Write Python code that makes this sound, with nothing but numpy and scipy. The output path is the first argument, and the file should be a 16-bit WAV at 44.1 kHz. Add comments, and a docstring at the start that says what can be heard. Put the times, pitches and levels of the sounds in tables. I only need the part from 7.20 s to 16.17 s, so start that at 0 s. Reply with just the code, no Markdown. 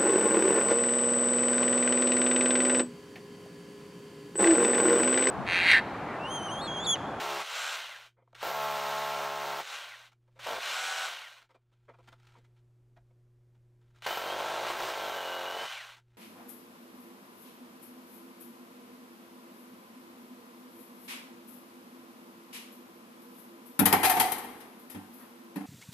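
"""A corded hammer drill bores into a concrete basement floor in four short runs.
While the bit is pressed down, a piston-driven striker pounds it, shaking the floor and crushing grit.
Lifted, the motor runs free with whining, rattling gears, then coasts to a stop. In the pauses the trigger
clicks and the tool and its cord knock about on a plastic sump basin, over a low mains hum that swells
as the automatic gain control recovers."""
import sys
import numpy as np
from scipy import signal
from scipy.fft import rfft, irfft
from scipy.io import wavfile
from scipy.ndimage import uniform_filter1d

SR = 44100
rng = np.random.default_rng(int(sys.argv[2]) if len(sys.argv) > 2 else 0)


def master(y):
    """Save y as 16-bit WAV."""
    cut = np.clip(np.atleast_2d(y).T, -1, 1)
    pcm = np.round(cut * 32767)  # scale
    wavfile.write(sys.argv[1], SR, pcm.astype(np.int16))


N = 395577
TIME = np.arange(N) / SR
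FULL_SPEED = 80   # "speed" always means turns per second of the crank that drives the piston
TREBLE_HZ = (1900, 6000)   # the band in which grit, gears and fan are evened out

# Each pull of the trigger: (pulled [s], released [s], speed with the bit lifted [turns/s],
# motor level [dB], change in motor level after the lift [dB])
RUNS = [(-.1, .53, 81, 3.5, -7), (1.147, 2.545, 77.2, -2.5, -5.5), (3.194, 3.857, 82.7, -1, 2.5),
        (6.821, 8.527, 43.4, -1, -4.5)]
# The bit in the concrete, one list per run, from first bite to lift: (time [s], speed [turns/s],
# push [dB], looseness of the bit [0-1], grit level [dB], floor boom level [dB])
BORING = [
    [(0, 70.22, -6, 0.22, -16, -4), (.13, 70.32, -0.5, 0.1, -23, -5.5), (.17, 70.02, -4.5, 0.22, -14, -2),
     (.22, 69.38, -7, .15, -11, -13.5)],
    [(1.229, 46.1, -2.5, 0.97, -14.5, -12), (1.27, 60.9, 2.5, .5, -17.5, -12),
     (1.335, 72.31, -1.5, .12, -19, -17), (1.45, 71.86, 9.5, .06, -23, -24),
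     (1.55, 71.14, 7.5, 0.07, -20.5, -25), (1.63, 70.6, 4, .1, -18.5, -23),
     (1.8, 71.9, 5.5, 0.09, -20, -19.5), (2.06, 70.41, 1, 0.11, -20.5, -17),
     (2.15, 71.07, -2.5, .08, -21, -14.5), (2.408, 69.4, -7.5, .2, -15, -9)],
    [(3.268, 44.97, -2, 0.4, -26.5, -24.5), (3.32, 52.22, 2.1, 0.76, -24, -13),
     (3.36, 51.83, 0, .8, -18, -22), (3.385, 51.65, -2, .8, -19.5, -18.5)],
    [(6.866, 46.48, 12, 0.4, -19, -19), (6.9, 45.82, 11, .9, -16, -9), (6.985, 46.09, 6.5, 0.81, -15, -9),
     (7.11, 48.22, 7, 0.49, -29, -9), (7.185, 49.96, 3.5, 0.67, -25, -7),
     (7.205, 51.01, 9.5, 0.49, -29, -14), (7.27, 52, 6, 0.38, -22, -10.5), (7.44, 54.5, 5, 0.52, -26, -12),
     (7.47, 57.08, 3, 1, -18, -9), (7.51, 59.72, 5.5, .9, -15.5, -2), (7.56, 59.25, 0.5, 1, -15.5, -9),
     (7.635, 62.95, 3.5, .9, -18.5, -8), (7.68, 59.14, 1, 0.78, -14, -0.5),
     (7.74, 52.3, 0.5, 0.56, -15.5, -13), (7.8, 49.06, 3, 0.67, -22, -10),
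     (7.88, 49.18, 1.5, 0.56, -26, -11), (7.94, 45.88, 1.5, .4, -33, -12.5),
     (8.03, 44.34, 0, 0.22, -34.5, -14), (8.15, 43.96, -0.5, 0.061, -32, -9),
     (8.29, 44.52, -2.5, 0.14, -39, -11), (8.41, 45.46, -4.5, .7, -19, -17),
     (8.458, 46.22, -8, .8, -12, -11)],
]


def hammer(turns, speed, heavy_below_speed=68, body_db=-2, grit_db=9):
    """The blows shake tool and floor, crush grit and make the bit ring."""
    # Tone of crumbling concrete: (frequency [Hz], level [dB])
    grit_colour = [(60, -15.5), (250, -10), (450, -14), (800, 10), (1400, 8.5), (2000, 5.5), (4000, 1),
                   (7000, -7.5), (10200, -12), (15500, -22.5)]
    looseness = np.clip(boring(axis=3), 0, 1)
    pace = speed / heavy_below_speed
    heavy = np.sqrt(np.clip(2 * (1 - pace), 0, 1))   # a struggling motor strikes with a deeper thump
    blows = striker(turns, looseness, heavy)
    body = tool_and_floor(blows, turns, pace, looseness, heavy)
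    crushing = crush(blows, looseness)
    grit = levelled(coloured(crushing, grit_colour), TREBLE_HZ)
    blow_gain, grit_gain = blow_levels(speed)
    return blow_gain * (from_db(body_db) * body + bit_song(crushing)) + from_db(grit_db) * grit_gain * grit


def striker(turns, looseness, heavy, jitter_s=.0007, spread_db=2, bounce_share=.34, return_share=.5):
    """One blow per crank turn, then two bounces of the bit; a loose bit makes them uneven."""
    turn = np.arange(int(turns[-1]))
    chance = rng.standard_normal((len(turn), 7))
    loose, strain = np.interp(turn, turns, looseness), np.interp(turn, turns, heavy)
    when = np.interp(turn, turns, TIME) + jitter_s * loose * chance[:, 0]
    blows = clicks(when, from_db(spread_db * loose * chance[:, 1]))
    stray_turns = .061 * (.03 + loose)
    for k in (1, 2):
        when = np.interp(turn + k / 3 + stray_turns * chance[:, 1 + k], turns, TIME)
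        blows += clicks(when, bounce_share * (1 - strain / 2) * from_db(spread_db * loose * chance[:, 4]))
    # a struggling piston knocks again on its way back
    when = np.interp(turn + .45 + stray_turns * chance[:, 5], turns, TIME)
    return blows - clicks(when, return_share * strain * from_db(spread_db * loose * chance[:, 6]))


def tool_and_floor(blows, turns, pace, looseness, heavy, thump_db=-3, rumble_db=-29):
    """Tool and floor ring at each blow; fast blows shake the floor and uneven ones make it rumble."""
    # Ringing of tool and floor under any blow: (frequency [Hz], width [Hz], level [dB])
    blow_modes = [(204.2, 86, -21), (323, 57, -18.5), (470, 49, -7.5), (512.2, 16, 2.5), (567, 45, 0),
                  (642.8, 32, 4.5), (735, 147, 3.5), (776.7, 15, 5), (855.4, 13.7, 0), (928, 43, 4),
                  (965, 31, 0), (1090, 52, -0.5), (1151, 7.6, 3), (1293, 49, -3), (1353, 46, 1),
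                  (1687, 92, -14), (1960, 120, -18.5), (2070, 170, -13.5), (2900, 220, -25.5)]
    # Extra ringing under slow, heavy blows: (frequency [Hz], width [Hz], level [dB])
    thump_modes = [(331, 500, -10.5), (412.7, 99, 5), (512, 190, 0.5), (670, 100, 4), (892, 95, -0.5),
                   (1341, 23, 9.5), (1519, 28, 8)]
    # Boom of the floor: (frequency [Hz], width [Hz], level [dB])
    floor_modes = [(313, 84, -6.5), (347, 42, 6), (404, 56, 0)]
    # Low tones of the shaking floor: (multiple of the crank speed, level [dB])
    shake_tones = [(1, -31), (2, -21.5), (3, -28.5)]
    spread_db = 3 * looseness
    ring = struck(blows, blow_modes, spread_db)
    thump = from_db(thump_db) * heavy * struck(blows, thump_modes, spread_db)
    boom = from_db(boring(axis=5)) * resonate(blows, floor_modes)
    shake = sum(from_db(db) * np.sin(2 * np.pi * multiple * turns) for multiple, db in shake_tones)
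    body = levelled(ring + thump + boom, band_hz=(330, 1150))
    return body + pace ** 2 * shake + from_db(rumble_db) * looseness ** 2 * rumble()


def crush(blows, looseness, crush_s=.0067, crack_share=.68, grind_share=.83):
    """A firm bit cracks the concrete the same way at every blow, a loose one differently each time."""
    age = TIME[:SR // 20]
    crack = signal.oaconvolve(blows, rng.standard_normal(len(age)) * np.exp(-age / crush_s))[:N]
    bursts = np.sqrt(looseness) * dying(np.abs(blows), crush_s)
    return crack_share * np.sqrt(1 - looseness) * crack + (bursts + grind_share) * rng.standard_normal(N)


def bit_song(crushing, flicker_db=2, band_hz=(11000, 15500)):
    """The steel bit sizzles very high up and rings, unsteadily, along its length."""
    # Brightest soon after the bite, duller as dust packs round the bit:
    # (time [s], sizzle level [dB], ring compared with sizzle [dB])
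    brightness = [(0, -19, -2), (.08, -24, -4), (1.24, -15, -6), (1.45, -21.5, -2.5), (1.85, -23, -2),
                  (2.15, -22, -9.5), (2.4, -17, -15), (3.35, -22, -14), (6.87, -18, -7), (6.96, -15, 0),
                  (7.1, -25, -7), (7.43, -27, -9), (7.52, -18, -7), (7.8, -22, -6), (8.4, -26, -2)]
    # Tone of the sizzle: (frequency [Hz], level [dB])
    sizzle_colour = [(2000, -41), (9000, -17.5), (10500, -9.5), (12000, 0), (14700, 0.5), (15700, -2.5)]
    # Ringing along the bit: (frequency [Hz], width [Hz], level [dB])
    bit_modes = [(13230, 130, 0), (13350, 130, -1)]
    sizzle = levelled(coloured(crushing, sizzle_colour), band_hz)
    ring = levelled(resonate(crushing, bit_modes), band_hz)
    ring_db = curve(brightness, axis=2) + flicker_db * drift(seconds=.012)
    return from_db(curve(brightness)) * (sizzle + from_db(ring_db) * ring)


def blow_levels(speed, base_db=-6, db_per_doubling=15.5, graze_share=.29):
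    """Gains of blows and grit follow speed and push; the lifted bit grazes the hole for a moment."""
    force_db = base_db + db_per_doubling * np.log2(speed / FULL_SPEED) + boring(axis=2)
    lifts = [rows[-1][0] for rows in BORING]
    grazing = graze_share * sum((TIME > lift) * swell(lift, half_s=.03) for lift in lifts)
    blow_gain = from_db(force_db) * np.maximum(pressed(fade_s=.0057), grazing)
    grit_gain = from_db(force_db + boring(axis=4)) * pressed(fade_s=.017)
    return blow_gain, grit_gain


def snags(clank_s=.011):
    """The bit catches and the tool kicks: a short clatter rings its steel."""
    # Each kick: (time [s], level [dB])
    kicks = [(.157, -25), (.192, -26.5), (1.227, -24.5), (1.589, -12), (6.866, -6), (6.92, -27),
             (7.466, -12), (7.64, -25)]
    # Ringing of the steel: (frequency [Hz], width [Hz], level [dB])
    clank_modes = [(720, 280, -2), (1580, 60, 4.5), (2000, 400, -4.5), (2880, 99, 7), (3900, 1500, -13)]
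    when, db = np.transpose(kicks)
    clatter = rng.standard_normal(N)
    bursts = dying(clicks(when, from_db(db)), clank_s) * clatter
    return resonate(bursts, clank_modes) / resonate(clatter, clank_modes).std()


def crank_speed(creep_speed=13.3, start_steepness=5, run_free_s=.107, coast_s=.195):
    """The motor creeps, speeds up until the bit bites, labours, runs free when lifted, then coasts."""
    speed = np.ones(N)
    for (pulled, released, free_speed, *_), rows in zip(RUNS, BORING):
        bite, lift = rows[0][0], rows[-1][0]
        start = np.clip((TIME - pulled) / (bite - pulled), 0, 1) ** start_steepness
        driven = creep_speed * (curve(rows) / creep_speed) ** start
        driven += (free_speed - driven) * (1 - np.exp(-(np.maximum(TIME - lift, 0) / run_free_s) ** 2))
        coast = np.exp(-np.maximum(TIME - released, 0) / coast_s)
        speed = np.maximum(speed, driven * coast * (TIME >= pulled))
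    return speed


def motor_level(speed, base_db=-13, db_per_doubling=12, rattle_db=-60, stall_speed=13.26):
    """The motor grows louder with speed and load, and falls silent as friction stops it."""
    speed_db = base_db + db_per_doubling * np.log2(speed / FULL_SPEED)
    load_db = per_run(axis=3) + boring(axis=2) * pressed(fade_s=.018)
    # the gears go slack as soon as the bit is lifted, and slowly recover
    since_lift = [np.maximum(TIME - rows[-1][0], 0) for rows in BORING]
    slack = sum((1 - np.exp(-age / .0092)) * np.exp(-age / .93) for age in since_lift)
    running = from_db(speed_db + load_db + per_run(axis=4) * slack)
    turning = 1 / (1 + (stall_speed / speed) ** 20)
    return turning * (running + from_db(rattle_db))   # the gears rattle at any speed


def gears_and_fan(turns, speed, level, tooth_count=44, jitter_s=.0001, fan_db=-3, housing_db=2, gain_db=-3):
    """Gear teeth clatter in a pattern that repeats each turn, along with the rush of the cooling fan."""
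    # Tone of gears and fan: (frequency [Hz], level [dB])
    motor_colour = [(60, -34), (250, -32), (400, -18), (560, -5), (900, -2), (1500, 1.5), (1800, -2),
                    (2900, -2), (4000, -3), (4900, -11.5), (6000, -11), (7500, -16.5), (10200, -19.5),
                    (12000, -22.5), (15500, -27.5)]
    # Ringing of the gear housing: (frequency [Hz], width [Hz], level [dB])
    housing_modes = [(570, 35, -14.5), (737, 45, 4.5), (1050, 48, -12.5), (1336, 66, -10.5),
                     (1492, 52, -2.5), (1653, 80, -8), (2880, 400, -11.5)]
    place = rng.random(tooth_count)
    wear = from_db(-1.5 * rng.standard_normal(tooth_count))
    contacts = np.arange(int(turns[-1]))[:, None] + place
    when = np.interp(contacts, turns, TIME) + jitter_s * rng.standard_normal(contacts.shape)
    sizes = wear * rng.choice([-1, 1], tooth_count) * from_db(3 * rng.standard_normal(contacts.shape))
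    teeth = levelled(clicks(when.ravel(), sizes.ravel()), TREBLE_HZ)
    fan = levelled(rng.standard_normal(N), TREBLE_HZ)
    drive = coloured(teeth * np.sqrt(speed / speed.max()) + from_db(fan_db) * fan, motor_colour)
    housing = from_db(housing_db) * resonate(drive, housing_modes)
    return from_db(gain_db) * level * levelled(drive + housing, TREBLE_HZ)


def whine(turns, speed, level, waver_s=.0042, throb=.48, shake_db=-47.5, swing_turns=.0005):
    """Tones follow the crank and swell where the housing carries them; the piston shakes the tool."""
    # Tones of the crank and of the motor, which spins 9.4 times as fast:
    # (multiple of the crank speed, level [dB], loudest at [turns/s], spread [octaves], roughness [0-1])
    tones = [(7, -21, 83, .06, .2), (8, -20, 79, .04, .2), (9, -15, 83, .04, .25),
             (9.4, -7.5, 83, .035, .2), (13, -18, 83, .05, .2), (15, -12.5, 81, .12, .2),
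             (16, -13, 83, .06, .25), (18, -7.5, 83, .06, .25), (19, -5, 79.8, .025, .25),
             (20, -12, 83, .05, .25), (30, -16, 83, .12, .4), (34.4, -7, 44, .05, .8),
             (65.8, -6.5, 45, .13, .85), (65.8, -6.5, 30, .25, .85), (84.6, -12, 32, .25, .9),
             (112.8, -13, 28, .25, .9), (47, -12, 32, .25, .9), (94, -17, 80, .1, .6),
             (103.4, -23, 83, .04, .6), (112.8, -24, 83, .04, .6)]
    stroke = np.sin(2 * np.pi * turns)
    out = from_db(shake_db) * stroke * np.clip(speed / 20 - 2, 0, 2)
    swing = swing_turns * (FULL_SPEED / speed) ** 2 * stroke   # the piston makes a slow crank run unevenly
    for multiple, db, best_speed, spread, rough in tones:
        angle = 2 * np.pi * (multiple * (turns + swing) % 1)
        gain = from_db(db) * np.exp(-.5 * np.minimum((np.log2(speed / best_speed) / spread) ** 2, 50))
        tone = (1 + rough * drift(waver_s)) * np.sin(angle) + rough * drift(waver_s) * np.cos(angle)
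        out += gain * (1 + throb * rough * stroke) * tone
    # during a hard start no tone has time to build
    acceleration = uniform_filter1d(np.maximum(np.gradient(speed) * SR, 0), size=1500)
    return level * out / (1 + (acceleration / 170) ** 2)


def brushes(turns, speed, level, pulses_per_turn=14, pulse_depth=.55, gain_db=-12):
    """The carbon brushes that feed the motor its current spark, ever more as it races."""
    # Rasp of the brushes: (frequency [Hz], width [Hz], level [dB])
    brush_modes = [(5540, 1100, -2), (7600, 700, -4), (9500, 900, -13.5)]
    sparks = rng.standard_normal(N) * (1 + pulse_depth * np.sin(2 * np.pi * pulses_per_turn * turns))
    return from_db(gain_db) * level * (speed / speed.max()) ** 3 * rms_one(resonate(sparks, brush_modes))


def knocks_and_clicks(thud_db=3, scuff_db=2, slide_db=-2, grain_db=3.5, spread_db=3, loss_db_per_octave=5):
    """Each knock or click is a brief scrape that rings like hollow plastic, with a bright scuff on top."""
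    # Knocks on the basin, plus trigger clicks and the gears' last knock as the drill stops:
    # (time [s], thud level [dB], scuff level [dB], length [s], strongest at [Hz])
    knocks = [(0.964, -56, -89, 0.041, 706), (1.019, -58, -81, 0.0097, 700), (1.074, -54, -81, 0.0051, 700),
              (1.128, -45.5, -58, 0.0043, 910), (1.147, -52, -41, 0.014, 2007),
              (2.916, -63, -52, 0.015, 2000), (3.076, -64, -77, 0.014, 1200),
              (3.154, -59, -60, 0.027, 1200), (3.189, -45.5, -51, 0.0062, 1400),
              (4.21, -52, -41, 0.03, 2000), (4.289, -48.5, -53.5, 0.029, 1300),
              (4.342, -45, -59, 0.019, 795), (4.509, -70, -69, 0.035, 1500),
              (4.679, -45.5, -74, 0.025, 620), (4.735, -55.5, -79, 0.016, 1200),
              (4.782, -57.5, -84, 0.021, 800), (4.829, -82, -72, 0.025, 2400),
              (4.873, -53, -54, 0.017, 1100), (4.921, -53.5, -55.5, 0.016, 900),
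              (5.147, -55.5, -80, 0.021, 1200), (5.17, -66, -84, 0.026, 260),
              (5.24, -75, -69.5, 0.017, 1190), (5.358, -89, -72, 0.03, 1200), (5.76, -56, -69, 0.02, 1080),
              (5.903, -66.5, -84, .012, 500), (6.345, -73, -73.5, 0.018, 1200),
              (6.609, -82, -73, 0.025, 1200), (6.74, -82, -65, 0.068, 1200), (8.765, -68, -45, .022, 1970)]
    # Cord and sleeve sliding: (middle [s], half length [s], level [dB])
    slides = [(1.11, 0.079, -80), (3.127, 0.12, -79.5), (4.765, 0.45, -76.5), (5.095, 0.087, -68.5),
              (6.69, 0.05, -78.5), (8.924, 0.08, -74.5)]
    # Ringing of the basin, used for all knocks and clicks: (frequency [Hz], width [Hz], level [dB])
    basin_modes = [(260.6, 170, -8), (520, 84, 0), (693, 59, -4.5), (931, 110, -6), (1310, 290, -10.5),
                   (2070, 220, -13), (2384, 200, -16), (3010, 150, -21), (3380, 270, -16.5)]
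    # Tone of the scuffing: (frequency [Hz], level [dB])
    scuff_colour = [(530, -16), (900, 0.5), (1130, -8.5), (1330, 1), (1700, -5), (3610, -7.5), (4790, -14),
                    (7580, -19), (15000, -32)]
    push, scuff = np.zeros((len(basin_modes), N)), np.zeros(N)
    shares = from_db(spread_db * rng.standard_normal((len(knocks), len(basin_modes))))
    mode_hz = np.array(basin_modes)[:, 0]
    for (when, low_db, high_db, length, hz), share in zip(knocks, shares):
        share = share * from_db(-loss_db_per_octave * np.abs(np.log2(mode_hz / hz)))
        start = int(when * SR)
        age = TIME[:min(N - start, SR // 4)]
        shape = (1 - np.exp(-age / (.55 * length))) * np.exp(-(age / length) ** 2)
        push[:, start:start + len(age)] += from_db(low_db + thud_db) * rms_one(share)[:, None] * shape
        scuff[start:start + len(age)] += from_db(high_db + scuff_db) * shape
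    scuff += sum(from_db(slide_db + db) * swell(middle, half) for middle, half, db in slides)
    soft_contact = signal.butter(2, 3200, fs=SR, output="sos")
    friction = signal.sosfilt(soft_contact, rng.standard_normal(N))
    friction /= resonate(friction, basin_modes).std()
    thuds = sum((-1) ** k * resonate(push[k] * friction, [mode]) for k, mode in enumerate(basin_modes))
    hiss = rng.standard_normal(N)
    grains = from_db(grain_db * rms_one(dying(rng.standard_normal(N), seconds=.003)))
    return thuds + coloured(scuff * rms_one(hiss * grains), scuff_colour)


def basement(x, echo_db=-9.5, first_echo_s=.003, fade_s=.13):
    """Bare walls and floor add a short, dense, bright echo that makes gliding tones flutter."""
    # Tone of the echo: (frequency [Hz], level [dB])
    echo_colour = [(900, -4), (2200, 0)]
    age = TIME[:SR // 2]
    tail = rng.standard_normal(len(age)) * from_db(-60 * age / fade_s) * (age > first_echo_s)
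    echo = signal.oaconvolve(x, tail / np.linalg.norm(tail))[:N]
    return x + from_db(echo_db) * coloured(echo, echo_colour)


def background(hum_db=-58, air_db=-76, rumble_db=-76.5):
    """Mains hum, the still air of the basement and the far rumble of the house."""
    # Tones of the mains hum: (frequency [Hz], level [dB])
    hum_tones = [(120, -5), (240, -38.5), (360, -21), (600, -38.5)]
    # Tone of the air: (frequency [Hz], level [dB])
    air_colour = [(20, 6), (100, -0.5), (200, -2), (400, -3.5), (800, -13.5), (1600, -18), (4000, -26),
                  (8000, -28), (12500, -30.5), (15500, -44.5)]
    hum = sum(from_db(db) * np.sin(2 * np.pi * (hz * TIME + rng.random())) for hz, db in hum_tones)
    air = coloured(rng.standard_normal(N), air_colour)
    return from_db(hum_db) * np.sqrt(2) * hum + from_db(air_db) * air + from_db(rumble_db) * rumble()


def rumble(lump_db=3):
    """Low noise that swells and sinks at random."""
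    # Tone of the rumble: (frequency [Hz], level [dB])
    rumble_colour = [(10, -10), (28, -2), (52, 0), (80, -10.5), (150, -13), (300, -33.5), (1500, -69.5)]
    lumps = from_db(lump_db * rms_one(dying(dying(rng.standard_normal(N), .02), .02)))
    return rms_one(lumps * coloured(rng.standard_normal(N), rumble_colour))


def gain_control(x, threshold_db=-41, share=.78, attack_s=.004, release_db_per_s=26):
    """Loud sound quickly turns the volume down; it creeps back, so the hum swells in the pauses."""
    level_db = 10 * np.log10(np.abs(uniform_filter1d(x[0] ** 2, size=882)) + 1e-14)
    recovery = release_db_per_s * TIME
    cut_db = np.maximum.accumulate(share * np.maximum(level_db - threshold_db, 0) + recovery) - recovery
    r = np.exp(-1 / (attack_s * SR))
    return x * from_db(-signal.lfilter([1 - r], [1, -r], cut_db, zi=[r * cut_db[0]])[0])


def boring(axis):
    """One column of BORING over the whole scene."""
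    return curve([row for rows in BORING for row in rows], axis=axis)


def per_run(axis):
    """One column of RUNS, held from each pull of the trigger to the next."""
    runs = np.array(RUNS)
    return runs[np.searchsorted(runs[1:, 0], TIME), axis]


def pressed(fade_s):
    """1 while the bit is on the concrete, fading on either side."""
    return sum(swell(np.clip(TIME, rows[0][0], rows[-1][0]), fade_s) for rows in BORING)


def curve(rows, axis=1):
    """One column of a table, joined by straight lines in time."""
    rows = np.array(rows)
    return np.interp(TIME, rows[:, 0], rows[:, axis])


def swell(middle_s, half_s):
    """A bell-shaped rise and fall of height 1."""
    return np.exp(-np.minimum(((TIME - middle_s) / half_s) ** 2, 100))


def drift(seconds, step=32):
    """A smooth random wobble that changes over about the given time."""
    r = np.exp(-step / (seconds * SR))
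    slow = signal.lfilter([1], [1, -2 * r, r * r], rng.standard_normal(N // step + 2))
    return np.interp(np.arange(N) / step, np.arange(len(slow)), rms_one(slow))


def clicks(times, sizes):
    """One-sample clicks at the given times."""
    at = np.round(times * SR).astype(int)
    inside = (at >= 0) & (at < N)
    return np.bincount(at[inside], sizes[inside], N)


def dying(x, seconds):
    """Give each click a fading tail."""
    return signal.lfilter([1], [1, -np.exp(-1 / (seconds * SR))], x + 1e-18)


def resonate(x, modes):
    """Ring an object's modes (its natural tones) and add them with alternating signs."""
    out = np.zeros(N)
    for k, (hz, width, db) in enumerate(modes):
        r = np.exp(-np.pi * width / SR)
        ring = signal.lfilter([1, 0, -1], [1, -2 * r * np.cos(2 * np.pi * hz / SR), r * r], x + 1e-18)
        out += (-1) ** k * from_db(db) * (1 - r * r) / 2 * ring
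    return out


def struck(blows, modes, spread_db):
    """Every blow rings each mode with a random strength of its own."""
    at = np.flatnonzero(blows)
    sizes = blows[at, None] * from_db(spread_db[at, None] * rng.standard_normal((len(at), len(modes))))
    return sum((-1) ** k * resonate(clicks(TIME[at], sizes[:, k]), [mode]) for k, mode in enumerate(modes))


def coloured(x, spectrum, size=4096):
    """Shape the tone with a filter that never rings ahead of the sound (minimum phase)."""
    hz, db = np.transpose(spectrum)
    grid = np.maximum(np.fft.rfftfreq(size, 1 / SR), 1)
    cepstrum = irfft(np.log(from_db(np.interp(np.log(grid), np.log(hz), db))))
    cepstrum[1:size // 2] *= 2
    cepstrum[size // 2 + 1:] = 0
    response = irfft(np.exp(rfft(cepstrum)))
    return signal.oaconvolve(x, response / np.linalg.norm(response))[:N]


def levelled(x, band_hz):
    """Even out a sound so that its level within one band stays near 1."""
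    part = signal.sosfilt(signal.butter(2, band_hz, "band", fs=SR, output="sos"), x)
    power = np.abs(uniform_filter1d(part ** 2, size=4001))
    return x / np.sqrt(power + power.mean() / 1000)


def rms_one(x):
    """Scale to an average (rms) level of 1."""
    return x / np.sqrt(np.mean(x ** 2) + 1e-20)


def from_db(db):
    """Turn decibels into a gain to multiply by."""
    return 10 ** (np.asarray(db) / 20)


def scene():
    """Drill and knocks echo in the basement, over the hum; both channels carry the same sound."""
    speed = crank_speed()
    # a loose bit makes the crank stagger
    stagger = .01 * boring(axis=3) * pressed(fade_s=.015) * drift(seconds=.015)
    turns = np.cumsum(speed * (1 + stagger)) / SR
    level = motor_level(speed)
    drill = hammer(turns, speed) + snags()
    drill += gears_and_fan(turns, speed, level) + whine(turns, speed, level) + brushes(turns, speed, level)
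    return np.tile(basement(drill + knocks_and_clicks()) + background(), (2, 1))


def record(dry):
    """The microphone dulls one narrow band, the gain control acts, and the highest treble is cut."""
    # The dull band: (frequency [Hz], width [Hz], share taken out [dB])
    mic_dip = [(10300, 880, -6)]
    heard = dry - resonate(dry[0], mic_dip)
    treble_cut = signal.ellip(12, .1, 80, 15700, fs=SR, output="sos")
    return signal.sosfilt(treble_cut, gain_control(heard))


dry = scene()
out = record(dry)
master(out)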